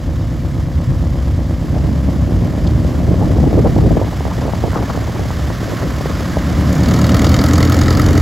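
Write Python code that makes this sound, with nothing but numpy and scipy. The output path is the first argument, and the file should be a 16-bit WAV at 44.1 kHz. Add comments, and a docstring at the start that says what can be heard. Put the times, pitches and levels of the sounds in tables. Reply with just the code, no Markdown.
"""A light airplane's four-cylinder engine idles with a loping exhaust, nears, and then picks up speed.
Exhaust pulses pass through a muffler colour; ringing booms make the putter and sine tones the drone.
Each passing blade swells the noise of churned air, and jets of noise spit sharply as the outlet swings into line.
Wind, made of coloured noise and short pressure kicks, rumbles and thumps on the microphone throughout."""
import sys
import numpy as np
from scipy import signal
from scipy.fft import rfft, irfft, next_fast_len
from scipy.io import wavfile
from scipy.ndimage import uniform_filter1d, minimum_filter1d

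SR = 44100
rng = np.random.default_rng(int(sys.argv[2]) if len(sys.argv) > 2 else 0)


def unload_audio(sound):
    """Save the sound as a 16-bit wav file, at the path given as the first command line argument."""
    columns = np.transpose(np.atleast_2d(sound))
    # keep every value between -1 and 1, then stretch to whole-number steps
    steps = np.round(np.clip(columns, -1, 1) * 32767)
    wavfile.write(sys.argv[1], SR, steps.astype(np.int16))


N = 362281
PADDED = next_fast_len(N + SR // 2, True)   # room for echoes in the filters
TIME, HZ = np.arange(N) / SR, np.arange(PADDED // 2 + 1) * SR / PADDED

# engine speed; the two-blade propeller passes at the same rate: time_s, firing_rate_hz
ENGINE_SPEED = [(0.0, 33.49), (0.8, 33.9), (1.6, 34.15), (2.2, 34.66), (2.8, 35.42), (3.4, 36.52),
                (4.2, 36.17), (5.0, 37.0), (6.4, 37.18), (6.7, 37.4), (7.0, 38.53), (7.3, 40.78),
                (7.6, 42.65), (7.9, 43.92), (8.22, 44.57)]
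# places of the exhaust pulses in one engine cycle, uneven so the beat limps: place_cycles [0-1], level_db
CYLINDER_PULSES = [(.025, -3), (.25, -7), (.505, -7), (.77, 0)]
# tone of the exhaust through the muffler: frequency_hz, level_db [per Hz]
MUFFLER_COLOUR = [(30, -63), (55, 5), (90, 10.5), (140, 7), (200, -2), (280, -4), (335, 2), (385, -10),
                  (450, -11.5), (550, -5.5), (670, -9), (850, -15.5), (1100, -18.5), (1500, -38.5),
                  (2500, -46)]
# exhaust overtones that stand out: multiple [of the engine cycle rate], level_db
EXHAUST_OVERTONES = [(19, -7), (27, -11.5), (29, -17), (59, -21.5), (67, -25), (71, -48), (75, -21.5)]
# pipes that boom once a cycle: place_cycles [0-1], pitch_hz, level_db, swell_s, throttle_change_db
BOOMING_PIPES = [(0.298, 230.8, -8.5, 0.0092, -6), (0.566, 268.4, -4.5, 0.0063, -6),
                 (0.758, 177, -12, 0.01, -4), (.81, 300, -12, 0.015, -4)]
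# hummed lines: multiple [of the firing rate], idle_level_db, throttle_change_db, before_build_change_db
DRONE_LINES = [(2, -12.5, 0, -24), (3, -20.5, 4.5, -23), (4, -17.5, -6, -3), (5, -22, -3, -2)]
# each cylinder's jet of gas: place_cycles [0-1], level_db
GAS_JETS = [(.186, -1.3), (.443, 0), (.691, -.7), (.951, 3.8)]
# tone of the spitting gas: frequency_hz, level_db [per Hz]
SPIT_COLOUR = [(400, 24.5), (850, 6), (1100, 7), (1280, 18.5), (1600, 2), (1950, 10.5), (2250, 5.5),
               (2550, -11.5), (3000, 4), (3500, -3), (4450, 1.5), (5600, 1), (6600, -1.5), (7600, -7.5),
               (11500, -8.5), (16000, -11)]
# ringing modes of the outlet's thin metal: pitch_hz, t60_s, level_db
OUTLET_MODES = [(3781, .024, -2), (4463, .02, 0), (4862, .026, -1), (6650, .012, -1), (11500, .015, -10)]
# tones of the propeller's rush, hiss and deeper wash: frequency_hz, level_db [per Hz]
RUSH_COLOUR = [(600, 8), (850, -2), (1050, 6), (1260, 4), (1480, 0.5), (1720, 2.5), (1950, 0), (2250, -2.5),
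               (2600, -15.5), (5000, -52.5)]
HISS_COLOUR = [(1500, 3.5), (2500, 2), (3000, 5.5), (4200, 2), (5050, 4), (5600, 1), (6600, 0), (8000, -3),
               (9500, -9), (12300, -4.5), (16000, -14)]
WASH_COLOUR = [(300, -16), (580, 11.5), (850, -6), (1200, -24)]
# wind strength on the microphone: time_s, strength_db
WIND_STRENGTH = [(0, -31), (0.6, -31), (1.1, -28.5), (1.6, -31), (1.9, -31), (2.9, -30), (3.25, -26),
                 (3.6, -25), (3.95, -22.5), (4.12, -32.5), (4.7, -30), (5.5, -32), (5.9, -31.5),
                 (6.5, -31.5), (7.25, -28), (7.75, -29.5), (8.21, -25)]
# tones of the wind's rumble, buffeting and flutter: frequency_hz, level_db [per Hz]
RUMBLE_COLOUR = [(15, -30.5), (28, -33), (48, -6.5), (70, -2), (110, -5), (170, -12.5), (300, -18.5),
                 (600, -46.5)]
BUFFET_COLOUR = [(60, -7), (150, -5), (280, 3), (500, -7.5), (750, -14), (1100, -43.5), (2000, -54)]
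FLUTTER_COLOUR = [(250, -12), (500, 7.5), (800, 1.5), (1050, -3.5), (1400, -22), (2400, -21.5)]
# strongest eddies that thump on the microphone: start_s [moment of the kick], peak_db, centre_hz
STRONG_THUMPS = [(1.766, -14, 490.0), (2.322, -14, 490.0), (2.425, -13, 400.0), (2.58, -9, 360.0),
                 (2.849, -12, 450.0), (3.116, -6, 390.0), (3.143, -6, 400.0), (3.225, -10, 490.0),
                 (3.308, -7, 400.0), (3.385, -7, 470.0), (3.441, -6, 460.0), (3.53, -7, 420.0),
                 (3.577, -6, 460.0), (3.593, -6, 450.0), (3.649, -6, 420.0), (3.664, 0, 400.0),
                 (3.765, -5, 460.0), (3.788, -7, 430.0), (3.862, -5, 440.0), (3.909, -4, 510.0),
                 (3.971, 1, 480.0), (4.016, -6, 470.0), (4.028, -12, 650.0), (4.208, -10, 580.0),
                 (4.254, -13, 630.0), (4.268, -13, 580.0), (4.28, -14, 620.0), (4.312, -14, 650.0),
                 (4.454, -10, 480.0), (4.481, -11, 520.0), (4.495, -10, 520.0), (4.536, -9, 620.0),
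                 (4.64, -5, 480.0), (4.733, -12, 900.0), (4.759, -9, 810.0), (4.776, -11, 600.0),
                 (4.79, -11, 730.0), (4.826, -11, 830.0), (4.901, -11, 940.0), (4.955, -14, 940.0),
                 (4.976, -11, 490.0), (5.077, -14, 660.0), (5.097, -14, 570.0), (5.195, -12, 500.0),
                 (5.306, -10, 730.0), (5.504, -13, 700.0), (5.632, -12, 440.0), (5.723, -13, 480.0),
                 (5.817, -14, 530.0), (5.832, -9, 430.0), (6.01, -10, 530.0), (6.059, -8, 420.0),
                 (6.106, -14, 690.0), (6.371, -7, 560.0)]
# broader puffs of wind: centre_s, level_db, half_length_s, lowest_hz, highest_hz
WIND_PUFFS = [(0.898, -11.5, 0.013, 75, 159), (1.784, -35, 0.035, 460, 990),
              (1.938, -21.5, .025, 60.7, 281), (2.412, -26, 0.0073, 120, 500),
              (3.227, -21.5, 0.023, 200, 947), (3.586, -9.5, 0.015, 125, 574),
              (3.664, -9.5, 0.015, 148, 795), (3.855, -13, 0.03, 110, 503), (3.97, -14, .005, 300, 750),
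              (4.024, -20, 0.013, 280, 880), (4.316, -25.5, 0.012, 600, 1190), (4.651, -21, 0.02, 149, 750),
              (4.77, -25, .028, 595, 1290), (4.83, -31, 0.02, 593, 1190), (4.902, -26, 0.015, 650, 1220),
              (4.954, -34, .018, 696, 1130), (5.212, -28, 0.0085, 147, 586),
              (5.844, -21, 0.032, 127.4, 540), (6.371, -23, 0.0083, 206, 910)]
# tone of the tick: frequency_hz, level_db [per Hz]
TICK_COLOUR = [(2600, -9), (3300, 3), (4400, 0), (6500, -8)]
# phase between the stereo microphone's sides in the high treble: frequency_hz, turn_cycles
MIC_PHASE_TURN = [(7400, 0), (10500, 1), (11600, 1), (14600, 2)]

# straight-line taxi; the plane's levels below hold at the closest point
TAXI_M_PER_S, CLOSEST_M, CLOSEST_S = 5.6, 9, 7.81
# exhaust level at idle, its change with the throttle open, and the purr's change before it builds up
EXHAUST_DB, EXHAUST_THROTTLE_DB, PURR_START_DB = -10, -10, -1
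DRONE_BUILT_S, DRONE_BUILD_S = 0.73, 0.5   # moment the build-up ends, and its length
# the low engine note sinks for a while; the drone comes back in less time than the purr
DIP_START_S, DIP_FALL_S, DIP_HOLD_S, DIP_RISE_S, DRONE_RETURN_S = 3.676, 0.21, 2.11, 1, 0.94
DIP_DB, PUTTER_DIP_DB = -13, -12.5
# the outlet swings into line and slowly away; out of line its spit is faint
SPIT_START_S, SPIT_RISE_S, SPIT_FADE_DB_PER_S = 6.55, 0.95, 6
SPIT_DB, SPIT_FAR_DB, CLATTER_DB = -22.3, -43, -13   # clatter is relative to the jets
BLADE_PLACE = 0.41   # swish peak, as a share of the firing interval
SIDE_ON_HISS_DB = -4.5   # propeller hiss thins a little as the plane turns side-on
# wind layers: level in a breeze of BREEZE_DB, and dB of change per dB of wind
BREEZE_DB = -30
RUMBLE_DB, RUMBLE_FOLLOWS = -15.5, 0.93
BUFFET_DB, BUFFET_FOLLOWS = -27.5, 1.63
FLUTTER_DB, FLUTTER_FOLLOWS = -38.5, 0.29
# the wind noise sounds thinner and brighter: more flutter for a spell, less rumble from then on
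THIN_START_S, THIN_RISE_S, THIN_HOLD_S, THIN_FALL_S = 3.71, 0.13, 1, 0.96
THIN_FLUTTER_DB, THIN_RUMBLE_DB = 6.5, -2.5
# until the wind picks up, everything above its deepest rumble is held down
CALM_UNTIL_S, PICK_UP_S, CALM_HZ, CALM_DB = 1.55, .22, 115, -15
# lesser eddies: EDDY_DB is over the breeze; the thin-sounding spell has them higher in pitch and level
EDDIES_PER_S, EDDY_DB, EDDY_FOLLOWS = 24, 2.5, 0.38
EDDY_HZ, EDDY_SPREAD_OCTAVES, THIN_EDDY_OCTAVES, THIN_EDDY_DB = 378, 0.23, 0.56, 5
WAKE_DB, WAKE_HZ, WAKE_S = -7.5, 148, 0.0041   # slower swing behind each thump
TICK_S, TICK_DB, TICK_HALF_S = 2.674, -31, .005
CUTOFF_HZ = 15900


def from_db(db):
    """Decibels to gain."""
    return 10 ** (np.asarray(db) / 20)


def rms_one(x):
    """Scale to unit power."""
    return x / np.sqrt(np.mean(x ** 2) + 1e-20)


def in_time(rows):
    """Each column of a curve at every sample."""
    s, *columns = np.transpose(rows)
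    return [np.interp(TIME, s, c) for c in columns]


def swell(start_s, attack_s, hold_s, release_s):
    """Attack, hold and release, from 0 to 1 and back."""
    return np.interp(TIME, np.cumsum([start_s, attack_s, hold_s, release_s]), [0, 1, 1, 0])


def bell(age, half_s):
    """A smooth hump around age zero."""
    return np.exp(-np.minimum((age / half_s) ** 2, 20))


def coloured(x, points):
    """Causal (minimum-phase) filter with the given spectrum and skirts of 24 dB per octave outside it."""
    size = next_fast_len(N + SR // 2, True) // 2 * 2
    hz, db = np.transpose(points)
    bins = np.maximum(np.arange(size // 2 + 1) * SR / size, 1)
    octaves_above = np.maximum(np.log2(bins / hz[-1]), 0)
    octaves_below = np.maximum(np.log2(hz[0] / bins), 0)
    level_db = np.interp(np.log(bins), np.log(hz), db) - 24 * (octaves_above + octaves_below)
    # folding the cepstrum onto positive time gives the minimum phase
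    cepstrum = irfft(np.log(from_db(level_db)))
    cepstrum[1:size // 2] *= 2
    cepstrum[size // 2 + 1:] = 0
    return irfft(rfft(x, size) * np.exp(rfft(cepstrum)))[..., :N]


def drift(rate):
    """Slow chance with spread 1: noise through a two-pole lowpass at rate Hz, made at every 40th sample."""
    r = np.exp(-80 * np.pi * rate / SR)
    noise = rng.standard_normal(N // 40 + 2002)
    slow = signal.lfilter([1], [1, -2 * r, r * r], noise)[2000:]   # skip the filter's start
    return np.interp(np.arange(N) / 40, np.arange(len(slow)), rms_one(slow))


def air(side_db):
    """White stereo noise, mostly shared by both sides."""
    mid, side = rng.standard_normal((2, N))
    return mid + from_db(side_db) * side * [[1], [-1]]


def nearness():
    """Sound pressure falls with distance; 1 at the closest point."""
    return CLOSEST_M / np.hypot(CLOSEST_M, TAXI_M_PER_S * (TIME - CLOSEST_S))


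def unbuilt():
    """Falls from 1 to 0 while the low engine note builds up."""
    return np.clip((DRONE_BUILT_S - TIME) / DRONE_BUILD_S, 0, 1)


def exhaust(cycle, throttle, uneven_db, jitter_s, gas_db, puff_s):
    """Each cylinder sends a pulse and a puff of rough gas through the muffler, with steady overtones on top."""
    clicks = np.zeros(N)
    for place, db in CYLINDER_PULSES:
        turns = np.arange(int(cycle[-1]) + 1) + place
        chance = rng.standard_normal((len(turns), 2))
        moments_s = np.interp(turns, cycle, TIME, right=np.inf) + jitter_s * chance[:, 0]
        at = (moments_s * SR).clip(0, N).astype(int)
        heard = at < N
        clicks[at[heard]] += from_db(db + uneven_db * chance[:, 1])[heard]
    gas_level = signal.lfilter([1], [1, -np.exp(-1 / (puff_s * SR))], clicks + 1e-18)
    pulses = clicks + from_db(gas_db) * gas_level * rng.standard_normal(N)
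    # echoes between pipes, airframe and ground smear each pulse around its moment without colouring it
    spectrum = rfft(pulses, PADDED)
    for delay_s, gain in [(.0047, -0.063), (.0131, 0.54), (.0211, 0.043), (.0437, 0.11)]:
        echo = np.exp(-2j * np.pi * HZ * delay_s)
        spectrum = spectrum * (1 - gain / echo) / (1 - gain * echo)
    purr = rms_one(coloured(irfft(spectrum, PADDED)[:N], MUFFLER_COLOUR))
    tones = sum(from_db(db) * overtone(cycle, round(order)) for order, db in EXHAUST_OVERTONES)
    level_db = EXHAUST_DB + EXHAUST_THROTTLE_DB * throttle + PURR_START_DB * unbuilt()
    return from_db(level_db) * (purr + tones)


def overtone(cycle, order):
    """One multiple of the engine cycle that stands out, wavering a little."""
    tone = np.sin(2 * np.pi * (order * cycle + rng.random()))
    return np.sqrt(2) * tone * from_db(2 * drift(0.17))


def putter(cycle, throttle, uneven_db):
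    """Once a cycle each pipe is kicked into a short boom at its own pitch."""
    out, age = np.zeros(N), np.arange(SR // 10) / SR
    for place, hz, db, swell_s, throttle_db in BOOMING_PIPES:
        turns = np.arange(int(cycle[-1] - place) + 1) + place
        at = np.searchsorted(cycle, turns).clip(0, N - 1)
        kicks = np.zeros(N)
        kicks[at] = from_db(uneven_db * rng.standard_normal(len(turns)))
        boom = age / swell_s * np.exp(1 - age / swell_s) * np.sin(2 * np.pi * hz * age)
        out += from_db(db + throttle_db * throttle) * signal.oaconvolve(kicks, boom)[:N]
    return out


def drone(firing, throttle, waver_db, swell_db):
    """Exhaust and blades hum together on low multiples of the firing rate, building up at the start."""
    hum, early = np.zeros(N), unbuilt()
    for order, db, throttle_db, early_db in DRONE_LINES:
        level_db = db + throttle_db * throttle + early_db * early
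        level_db = level_db + waver_db * drift(27) + swell_db * drift(3.2)
        tone = np.sin(2 * np.pi * (round(order) * firing + rng.random()))
        hum += np.sqrt(2) * from_db(level_db) * tone
    return hum


def spit(cycle, uneven_db, tint_db, crackle_db, trail_db):
    """Each firing shoots out a jet of gas: a broad slap, each a little different in colour, and a trail of hiss."""
    swell_cycles, trail_cycles = .032, .18
    edges_hz = [400, 1150, 1600, 2500, 3700, 5600, 8500, 17000]
    jets = np.zeros((len(edges_hz) - 1, N))   # one envelope per band
    for place, db in GAS_JETS:
        stroke, since = np.divmod(cycle + 1 - place, 1)
        chance = rng.standard_normal((int(stroke[-1]) + 1, len(edges_hz))).clip(-2, 2).T
        strength = from_db(db + uneven_db * chance[0] + tint_db * chance[1:])[:, stroke.astype(int)]
        age = since / swell_cycles
        slap = (age * np.exp(1 - age)) ** 2
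        trail = from_db(trail_db) * np.minimum(age, 1) * np.exp(-since / trail_cycles)
        jets += strength * (slap + trail)
    jets *= from_db(crackle_db * np.array([drift(126) for _ in jets]))
    gas = np.zeros(N)
    for low_hz, high_hz, jet in zip(edges_hz, edges_hz[1:], jets):
        band = signal.butter(2, (low_hz, high_hz), "band", fs=SR, output="sos")
        gas += signal.sosfilt(band, rng.standard_normal(N) * jet)
    return outlet_aim() * (rms_one(coloured(gas, SPIT_COLOUR)) + from_db(CLATTER_DB) * clatter(gas))


def clatter(gas):
    """The thin metal of the outlet rings with the gas that strikes it."""
    out = np.zeros(N)
    for hz, t60, db in OUTLET_MODES:
        r, w = from_db(-60 / (t60 * SR)), 2 * np.pi * hz / SR
        ring = signal.lfilter([1], [1, -2 * r * np.cos(w), r * r], gas)
        out += from_db(db) * rms_one(ring)
    return rms_one(out)


def outlet_aim():
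    """Gain of the spit as the exhaust outlet turns toward the listener and away."""
    since = TIME - SPIT_START_S
    rise = np.sin(np.pi / 2 * np.clip(since / SPIT_RISE_S, 0, 1))
    fade = from_db(-SPIT_FADE_DB_PER_S * np.maximum(since - SPIT_RISE_S, 0))
    return from_db(SPIT_FAR_DB) + from_db(SPIT_DB) * rise * fade


def propeller(firing, rush_db, wash_db, hiss_db, swish, flutter_db, lean_db):
    """Churned air swishes with every blade; its rush leans right, and a deeper wash is heard close by."""
    blades = 1 + swish * np.cos(2 * np.pi * (firing - BLADE_PLACE))
    beat = rms_one(blades * from_db(flutter_db * drift(78)))
    rush_air = air(-18) * from_db(lean_db * np.array([[-1], [1]]))
    hiss_air = rng.standard_normal(N)
    near = nearness()
    wash = from_db(wash_db) * near * rms_one(coloured(air(-6), WASH_COLOUR))
    rush = from_db(rush_db) * rms_one(coloured(rush_air, RUSH_COLOUR))
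    hiss = from_db(hiss_db + SIDE_ON_HISS_DB * near ** 2) * rms_one(coloured(hiss_air, HISS_COLOUR))
    return (wash + rush + hiss) * beat


def thumps(rows, lean_db, tatter_db, tatter_s):
    """An eddy gives the microphone one sharp push or pull, uneven between sides, then swings back and breaks up."""
    reach = SR // 25
    out, tatters, age = np.zeros((2, N)), np.zeros(N), np.arange(-reach, reach) / SR
    after = np.maximum(age, 0)
    wake_shape = after / WAKE_S * np.exp(1 - after / WAKE_S)
    wake = from_db(WAKE_DB) * wake_shape * np.sin(2 * np.pi * WAKE_HZ * after)
    for (s, db, hz), (lean, way) in zip(rows, rng.standard_normal((len(rows), 2))):
        at = round(s * SR)
        if reach <= at < N - reach:
            spread = (np.pi * hz * age) ** 2
            push = (1 - 2 * spread) * np.exp(-np.minimum(spread, 20))
            kick = np.sign(way) * (push - wake)
            span = slice(at - reach, at + reach)
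            out[:, span] += from_db(db + lean_db * lean * np.array([[1], [-1]])) * kick
            tatters[span] += from_db(db + tatter_db) * np.exp(-after / tatter_s) * (age > 0)
    return out + tatters * rms_one(coloured(air(-18.5), FLUTTER_COLOUR))


def eddies(strength_db, count=330):
    """Random lesser eddies (start_s, peak_db, centre_hz); while the wind noise sounds thin, stronger and sharper."""
    times = np.cumsum(rng.exponential(1, count)) / EDDIES_PER_S
    size = rng.standard_normal(count).clip(-2, 2)
    thin = np.interp(times, TIME, swell(THIN_START_S, THIN_RISE_S, THIN_HOLD_S, THIN_FALL_S))
    gust_db = np.interp(times, TIME, strength_db) - BREEZE_DB
    peaks_db = BREEZE_DB + EDDY_FOLLOWS * gust_db + EDDY_DB + THIN_EDDY_DB * thin
    centres_hz = EDDY_HZ * 2 ** (EDDY_SPREAD_OCTAVES * size + THIN_EDDY_OCTAVES * thin)
    return np.column_stack([times, peaks_db, centres_hz])


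def puffs():
    """Each puff is a short swell of rough air in its own range of pitch."""
    out, reach = np.zeros((2, N)), SR // 10
    age = np.arange(-reach, reach) / SR
    for s, db, half_s, low_hz, high_hz in WIND_PUFFS:
        at = round(s * SR)
        band = signal.butter(2, [low_hz, high_hz], "band", fs=SR, output="sos")
        noise = rng.standard_normal((2, 2 * reach))
        mid, side = signal.sosfilt(band, signal.sosfilt(band, noise))   # twice for steeper edges
        shape = bell(age, half_s)
        stereo = mid + from_db(-11.5) * side * [[1], [-1]]
        puff = rms_one(stereo * shape) * np.sqrt(np.mean(shape ** 2))
        out[:, at - reach:at + reach] += from_db(db) * puff
    return out


def wind(strength_db, lumpy_db, gusty_db):
    """A soft rumble, with rougher buffeting and a lighter flutter in clumps; all grow with the wind."""
    gust_db = strength_db - BREEZE_DB
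    thin = swell(THIN_START_S, THIN_RISE_S, THIN_HOLD_S, THIN_FALL_S)
    thinned = np.maximum.accumulate(thin)   # stays up once risen
    clumps = from_db(gusty_db * np.tanh(drift(66) / 2) * 2)
    rumble = rms_one(coloured(air(-14.0) * from_db(lumpy_db * drift(6.6)), RUMBLE_COLOUR))
    buffet = rms_one(coloured(air(-6.0) * clumps, BUFFET_COLOUR))
    flutter = rms_one(coloured(air(-19.0) * clumps, FLUTTER_COLOUR))
    return (from_db(RUMBLE_DB + RUMBLE_FOLLOWS * gust_db + THIN_RUMBLE_DB * thinned) * rumble
            + from_db(BUFFET_DB + BUFFET_FOLLOWS * gust_db) * buffet
            + from_db(FLUTTER_DB + FLUTTER_FOLLOWS * gust_db + THIN_FLUTTER_DB * thin) * flutter)


def calmed(gusts):
    """Light air mostly rumbles; the rougher buffeting comes in as the wind picks up."""
    deep = signal.sosfiltfilt(signal.butter(2, CALM_HZ, fs=SR, output="sos"), gusts)
    calm = np.clip(1 - (TIME - CALM_UNTIL_S) / PICK_UP_S, 0, 1)
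    return deep + from_db(CALM_DB * calm) * (gusts - deep)


def tick():
    """A lone, faint, short tick of bright noise."""
    noise = rms_one(coloured(rng.standard_normal(N), TICK_COLOUR))
    return from_db(TICK_DB) * bell(TIME - TICK_S, TICK_HALF_S) * noise


def scene():
    """The crankshaft drives every engine and propeller layer, scaled by nearness; the wind blows on its own."""
    speed, = in_time(ENGINE_SPEED)
    throttle = (speed - speed.min()) / np.ptp(speed)   # 0 at idle, 1 at the fastest
    firing = np.cumsum(speed) / SR
    cycle = firing / len(CYLINDER_PULSES)
    purr = exhaust(cycle, throttle, uneven_db=0.7, jitter_s=.00005, gas_db=-41, puff_s=0.03)
    booms = putter(cycle, throttle, uneven_db=1)
    hum = drone(firing, throttle, waver_db=2.24, swell_db=1.24)
    jets = spit(cycle, uneven_db=1.5, tint_db=2.4, crackle_db=2, trail_db=-12)
    blades = propeller(firing, rush_db=-27.5, wash_db=-34, hiss_db=-30.5,
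                       swish=0.14, flutter_db=1.14, lean_db=1.45)
    sunk = swell(DIP_START_S, DIP_FALL_S, DIP_HOLD_S, DIP_RISE_S)
    hum_sunk = swell(DIP_START_S, DIP_FALL_S, DIP_HOLD_S, DRONE_RETURN_S)
    low_note = from_db(DIP_DB * sunk) * purr + from_db(DIP_DB * hum_sunk) * hum
    engine = low_note + from_db(PUTTER_DIP_DB * sunk) * booms + jets
    plane = nearness() * (engine + blades)
    strength_db, = in_time(WIND_STRENGTH)
    knocks = thumps([*STRONG_THUMPS, *eddies(strength_db)], lean_db=3.0, tatter_db=-19, tatter_s=0.009)
    gusts = wind(strength_db, lumpy_db=1.0, gusty_db=8.5) + knocks
    return plane + calmed(gusts) + puffs() + tick()


def record(dry):
    """A limiter holds the loudest peaks, the sides part in phase in the treble, the top is cut."""
    ceiling, reach = .9, SR // 600
    needed = np.minimum(1, ceiling / (np.abs(dry).max(axis=0) + 1e-9))
    gain = minimum_filter1d(needed, 2 * reach)
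    left, right = dry * uniform_filter1d(uniform_filter1d(gain, reach), reach)
    turn = np.exp(2j * np.pi * np.interp(HZ, *np.transpose(MIC_PHASE_TURN)))
    top = 1 / np.sqrt(1 + (HZ / CUTOFF_HZ) ** 300)
    sides = np.array([rfft(left, PADDED), rfft(right, PADDED) * turn])
    return irfft(sides * top, PADDED)[:, :N]


dry = scene()
out = record(dry)
unload_audio(out)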